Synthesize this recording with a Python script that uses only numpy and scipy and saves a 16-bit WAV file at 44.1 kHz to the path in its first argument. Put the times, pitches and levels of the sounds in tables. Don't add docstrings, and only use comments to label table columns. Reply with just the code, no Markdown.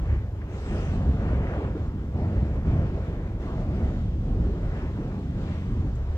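import sys
import numpy as np
from scipy import signal
from scipy.fft import rfft, irfft, next_fast_len
from scipy.io import wavfile
from scipy.ndimage import uniform_filter1d, map_coordinates

SR = 44100
rng = np.random.default_rng(int(sys.argv[2]) if len(sys.argv) > 2 else 0)


def generate_wav(signal):
    frames = np.transpose(np.atleast_2d(signal))
    scaled = np.clip(frames, -1, 1) * 32767
    pcm = np.round(scaled).astype(np.int16)
    wavfile.write(sys.argv[1], SR, pcm)


N = 272097

# f/Hz, relative level/dB
ROAR_SPECTRUM = [(150, -3.5), (300, -3), (450, -8.5), (700, -16), (900, -21), (1400, -25), (2000, -29.5),
                 (2700, -36), (3800, -45.5), (5500, -51), (7300, -55.5), (8200, -60), (9200, -71),
                 (14000, -84.5)]
# f/Hz, relative level/dB
HISS_SPECTRUM = [(2000, 15.5), (3200, 1), (4300, -4), (7100, -8), (8200, -13), (9200, -24), (10700, -23),
                 (12400, -35.5), (16000, -44)]
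# t/s, rumble/dB, churn/dB, roar/dB, spray/dB, fizz/dB
BOIL_LEVELS = [(0.3, -32, -41.5, -48.5, -60.5, -72.5), (2.0, -30.5, -35.5, -46.5, -58, -72.5),
               (3.3, -30, -36.5, -45.5, -55.5, -72), (4.2, -34, -35, -49, -59.5, -69.5),
               (5.05, -33.5, -34, -48.5, -57, -68.5), (5.7, -29.5, -34, -48.5, -56.5, -68.5),
               (6.15, -26, -45.5, -47.5, -59, -69.5)]


def fountains():
    roar_db, spray_db, fizz_db = surge_levels_db()
    gas = turbulence(depth_db=2.0, patch_hz=125.3, patch_s=0.08)
    gas += 0.39 * impacts(rate_per_s=600, spread_db=3.5)
    drops = turbulence(depth_db=1.6, patch_hz=344, patch_s=0.08)
    drops += 0.44 * impacts(rate_per_s=2000, spread_db=5)
    mist = turbulence(depth_db=1.0, patch_hz=384, patch_s=0.076)
    roar = amp(roar_db) * from_vents(gas, ROAR_SPECTRUM, low_hz=324, high_hz=930)
    spray = amp(spray_db) * from_vents(drops, ROAR_SPECTRUM, low_hz=889, high_hz=3400)
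    fizz = amp(fizz_db) * from_vents(mist, ROAR_SPECTRUM, low_hz=3150, high_hz=14000)
    return roar + spray + fizz


def surge_levels_db(flutter_db=0.57, flutter_per_s=16):
    # t/s, length/s, attack/s, roar/dB, spray/dB, fizz/dB
    surges = [(-0.03, 0.18, 0.07, -47, -53.5, -74), (0.288, 0.5, 0.59, -42.5, -49, -74),
              (0.676, 0.23, 0.14, -40.5, -48.5, -69), (0.897, 0.25, 0.049, -39, -52.5, -67),
              (1.154, 0.21, 0.081, -37.5, -47.5, -68), (1.366, 0.28, 0.099, -36, -45, -68.5),
              (1.72, 0.11, 0.074, -41.5, -56.5, -70.5), (2.093, 0.48, 0.18, -40, -52.5, -70),
              (2.626, 0.25, 0.068, -39.5, -50, -68.5), (2.91, 0.24, 0.055, -44, -54.5, -70.5),
              (3.395, 0.21, 0.014, -42, -55.5, -67.5), (3.595, 0.32, 0.26, -38.5, -52.7, -69),
              (3.865, 0.15, 0.11, -63, -55.5, -68), (4.208, 0.44, 0.1, -42.5, -58.5, -80),
              (4.603, 0.28, 0.1, -42.5, -52, -70), (4.953, 0.21, 0.027, -43, -56, -76),
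              (5.314, 0.087, 0.11, -40.5, -55.5, -69), (5.394, 0.15, 0.035, -50, -59.5, -66.5),
              (5.814, 0.045, 0.052, -41, -62.5, -80), (5.948, 0.25, 0.071, -51.5, -58.5, -74)]
    swells = [swell(*row[:3], release_s=0.07) for row in surges]
    levels_db = power_sum_db(curves(BOIL_LEVELS)[2:], swells, [row[3:] for row in surges])
    flutter = map_coordinates(rng.standard_normal(256), [np.arange(N) / SR * flutter_per_s], mode="wrap")
    return levels_db + flutter_db * flutter


def booms():
    # t/s, relative level/dB, f at peak/Hz, rise/s
    bubbles = [(0.069, -15, 71.8, 0.052), (1.04, -14.5, 69.5, 0.038), (1.311, -21, 65, 0.043),
               (2.361, -19, 59, 0.032), (2.638, -14, 65.3, 0.039), (3.806, -13, 72.3, 0.031),
               (4.381, -19, 57.7, 0.065)]
    out, t = np.zeros(N + SR), np.arange(SR // 2) / SR
    for (start_s, db, hz, rise_s), phase in zip(bubbles, rng.random(len(bubbles))):
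        envelope = (t / rise_s * np.exp(1 - t / rise_s)) ** 2
        cycles = np.cumsum(hz * np.exp(-1.2 * (t - rise_s))) / SR
        ring = np.sin(2 * np.pi * (cycles + phase))
        out[round(start_s * SR):][:len(t)] += amp(db - 3.5) * envelope * ring
    return out[:N]


def rumble_and_churn():
    # f/Hz, relative level/dB
    bass_spectrum = [(18, -22.5), (25, -9.5), (35, 1.5), (50, -0.5), (68, 3), (90, 1), (150, -6.5),
                     (190, -7.5), (250, -13.5), (400, -19.5), (700, -33)]
    rumble_db, churn_db = heave_levels_db()
    flow = turbulence(depth_db=-1.5, patch_hz=51.0, patch_s=0.25)
    rumble = steadied(from_vents(flow, bass_spectrum, low_hz=22, high_hz=114.6), window_s=0.07)
    slaps = turbulence(depth_db=2, patch_hz=74.5, patch_s=0.055)
    slaps += 0.57 * impacts(rate_per_s=220, spread_db=2.0)
    churn = steadied(from_vents(slaps, bass_spectrum, low_hz=121.2, high_hz=315), window_s=0.13)
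    return amp(rumble_db) * rumble + amp(churn_db) * churn


def heave_levels_db():
    # t/s, length/s, rumble/dB, churn/dB
    heaves = [(-0.06, 0.22, -27, -39), (0.65, 0.16, -29.5, -32.5), (0.85, 0.57, -28.5, -29.5),
              (1.5, 0.42, -32.5, -40), (2.127, 0.3, -29.5, -31.5), (2.338, 0.49, -28.5, -37.5),
              (2.645, 0.15, -26, -26), (2.86, 0.22, -36.5, -38.5), (3.518, 0.39, -30, -32),
              (3.935, 0.27, -27.5, -35.5), (4.243, 0.23, -25, -31), (4.603, 0.062, -23, -39.5),
              (4.815, 0.047, -28, -41), (4.96, 0.1, -48, -34), (5.136, 0.36, -35.5, -36.5),
              (5.675, 0.17, -28, -34), (6.0, 0.11, -41, -48)]
    swells = [swell(*row[:2], attack_s=0.058, release_s=0.075) for row in heaves]
    return power_sum_db(curves(BOIL_LEVELS)[:2], swells, [row[2:] for row in heaves])


def puffs():
    # t/s, peak rms level/dB, centre f/Hz, width/Hz, rise/s
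    pockets = [(0.05, -55.5, 2090, 1110, 0.063), (0.412, -53.5, 1850, 300, 0.0079),
               (1.5, -42, 666, 248, 0.052), (1.745, -33.5, 350, 110, 0.019), (2.13, -43.5, 760, 220, 0.061),
               (2.95, -38.5, 540, 100, 0.023), (3.44, -47, 1060, 350, 0.063),
               (4.69, -54, 1870, 1100, 0.082), (4.979, -30.5, 220, 110, 0.014),
               (5.4, -59, 2680, 1600, 0.12), (5.837, -28, 165, 90, 0.018)]
    out = np.zeros((2, N))
    for start_s, db, centre_hz, width_hz, rise_s in pockets:
        age = np.maximum(np.arange(N) / SR - start_s, 0) / rise_s
        edge_ratio = np.exp(width_hz / centre_hz / 2)
        noise = rng.standard_normal((2, N))
        rush = from_vents(noise, ROAR_SPECTRUM, centre_hz / edge_ratio, centre_hz * edge_ratio)
        out += amp(db) * (age * np.exp(1 - age)) ** 2 * rush
    return out


def jet(crest_s=0.76, crest_db=-57, slope_db_per_s=28):
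    hiss_db = crest_db - slope_db_per_s * np.abs(np.arange(N) / SR - crest_s)
    opening = swell(start_s=0.472, length_s=0.495, attack_s=0.08, release_s=0.03)
    gas = turbulence(depth_db=3.0, patch_hz=650, patch_s=0.0393)
    return opening * amp(hiss_db) * from_vents(gas, HISS_SPECTRUM, low_hz=2880, high_hz=14000)


def crackle():
    # t/s, relative level/dB
    ticks = [(5.951, -56.5)]
    envelope, t = np.zeros(N + SR), np.arange(SR // 10) / SR
    for start_s, db in ticks:
        envelope[round(start_s * SR):][:len(t)] += amp(db - 8) * t / 0.0066 * np.exp(1 - t / 0.0053)
    noise = rng.standard_normal((2, N))
    return envelope[:N] * from_vents(noise, HISS_SPECTRUM, low_hz=6000, high_hz=14200)


def turbulence(depth_db, patch_hz, patch_s):
    hz, t, spectra = signal.stft(rng.standard_normal((2, N)), SR, nperseg=1024)
    field = rng.standard_normal(spectra.shape[1:])
    grid = np.meshgrid(hz / patch_hz, t / patch_s, indexing="ij")
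    patches_db = depth_db * unit(map_coordinates(field, grid, mode="wrap", order=1))
    _, noise = signal.istft(spectra * amp(patches_db), SR, nperseg=1024)
    return unit(noise[:, :N])


def impacts(rate_per_s, spread_db):
    hits = rng.random(N) < rate_per_s / SR
    return unit(hits * amp(spread_db * rng.standard_normal(N)) * rng.standard_normal((2, N)))


def from_vents(pair, spectrum, low_hz, high_hz, blur_hz=2900):
    # f/Hz, lead of left port/s
    left_lead = [(100, 0.00016), (250, 0.0001), (450, 0.000061), (800, 0.00017), (1500, 0.00016),
                 (3000, 0.00017), (6000, .00011)]

    def spread(hz):
        angle = np.arccos(1 / (1 + (hz / blur_hz) ** 2)) / 2
        return colour(spectrum, hz) * band(hz, low_hz, high_hz) * np.array([np.cos(angle), np.sin(angle)])

    def arrival(hz):
        lead_s = np.interp(hz, *np.transpose(left_lead))
        return np.exp(1j * np.pi * lead_s * np.array([hz, -hz]))

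    mid, side = filtered(pair, spread)
    ports = filtered(np.array([mid + side, mid - side]), arrival)
    return ports / np.sqrt(np.mean(ports.mean(0) ** 2))


def steadied(x, window_s):
    power = uniform_filter1d(x.mean(0) ** 2, max(int(window_s * SR), 1))
    return x / np.sqrt(np.abs(power) + 0.07)


def swell(start_s, length_s, attack_s, release_s):
    age_s = np.arange(N) / SR - start_s
    rise = np.sin(np.pi / 2 * np.clip(age_s / max(attack_s, 1e-3), 0, 1))
    return rise * np.exp(-np.maximum(age_s - length_s, 0) / max(release_s, 1e-3))


def power_sum_db(steady_db, swells, peaks_db):
    return 10 * np.log10(amp(steady_db) ** 2 + (amp(peaks_db) ** 2).T @ np.square(swells))


def curves(rows):
    times_s, *columns = np.transpose(rows)
    return [np.interp(np.arange(N) / SR, times_s, column) for column in columns]


def filtered(x, response):
    size = next_fast_len(N + SR // 2)
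    hz = np.fft.rfftfreq(size, 1 / SR) + 1e-3
    return irfft(rfft(x, size) * response(hz), size)[..., :N]


def colour(points, hz):
    points_hz, db = np.transpose(points)
    return amp(np.interp(np.log(hz + 1), np.log(points_hz + 1), db))


def band(hz, low_hz, high_hz, order=5):
    return ((1 + (low_hz / hz) ** (2 * order)) * (1 + (hz / high_hz) ** (2 * order))) ** -0.5


def amp(db):
    return 10 ** (np.asarray(db) / 20)


def unit(x):
    return x / np.sqrt(np.mean(x ** 2) + 1e-20)


def right_port(hz):
    shelf_db = 0.5 * hz ** 2 / (hz ** 2 + 2300 ** 2)
    notch_db = -5.5 / (1 + ((hz - 4650) / 380) ** 2)
    bump_db = 2.0 / (1 + ((hz - 780) / 230) ** 2)
    return amp(shelf_db + notch_db + bump_db)


def scene():
    return rumble_and_churn() + booms() + fountains() + jet() + puffs() + crackle()


def record(dry):
    # f/Hz, relative level/dB
    self_noise = [(100, -4), (7000, 4.5), (9200, -5.5), (10500, 1.5), (12400, -3.5), (14000, 2),
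                  (16000, -2.5)]
    left_port = [(300, 0), (780, 0.2), (1500, 0.1), (4500, 3.5), (8000, 2.4)]
    hiss_db, top_hz = -73.0, 15750
    left = filtered(dry[0], lambda hz: colour(left_port, hz))
    right = filtered(dry[1], right_port)
    hiss = unit(filtered(rng.standard_normal((2, N)), lambda hz: colour(self_noise, hz)))
    return filtered(np.array([left, right]) + amp(hiss_db) * hiss, lambda hz: hz < top_hz)


dry = scene()
out = record(dry)
generate_wav(out)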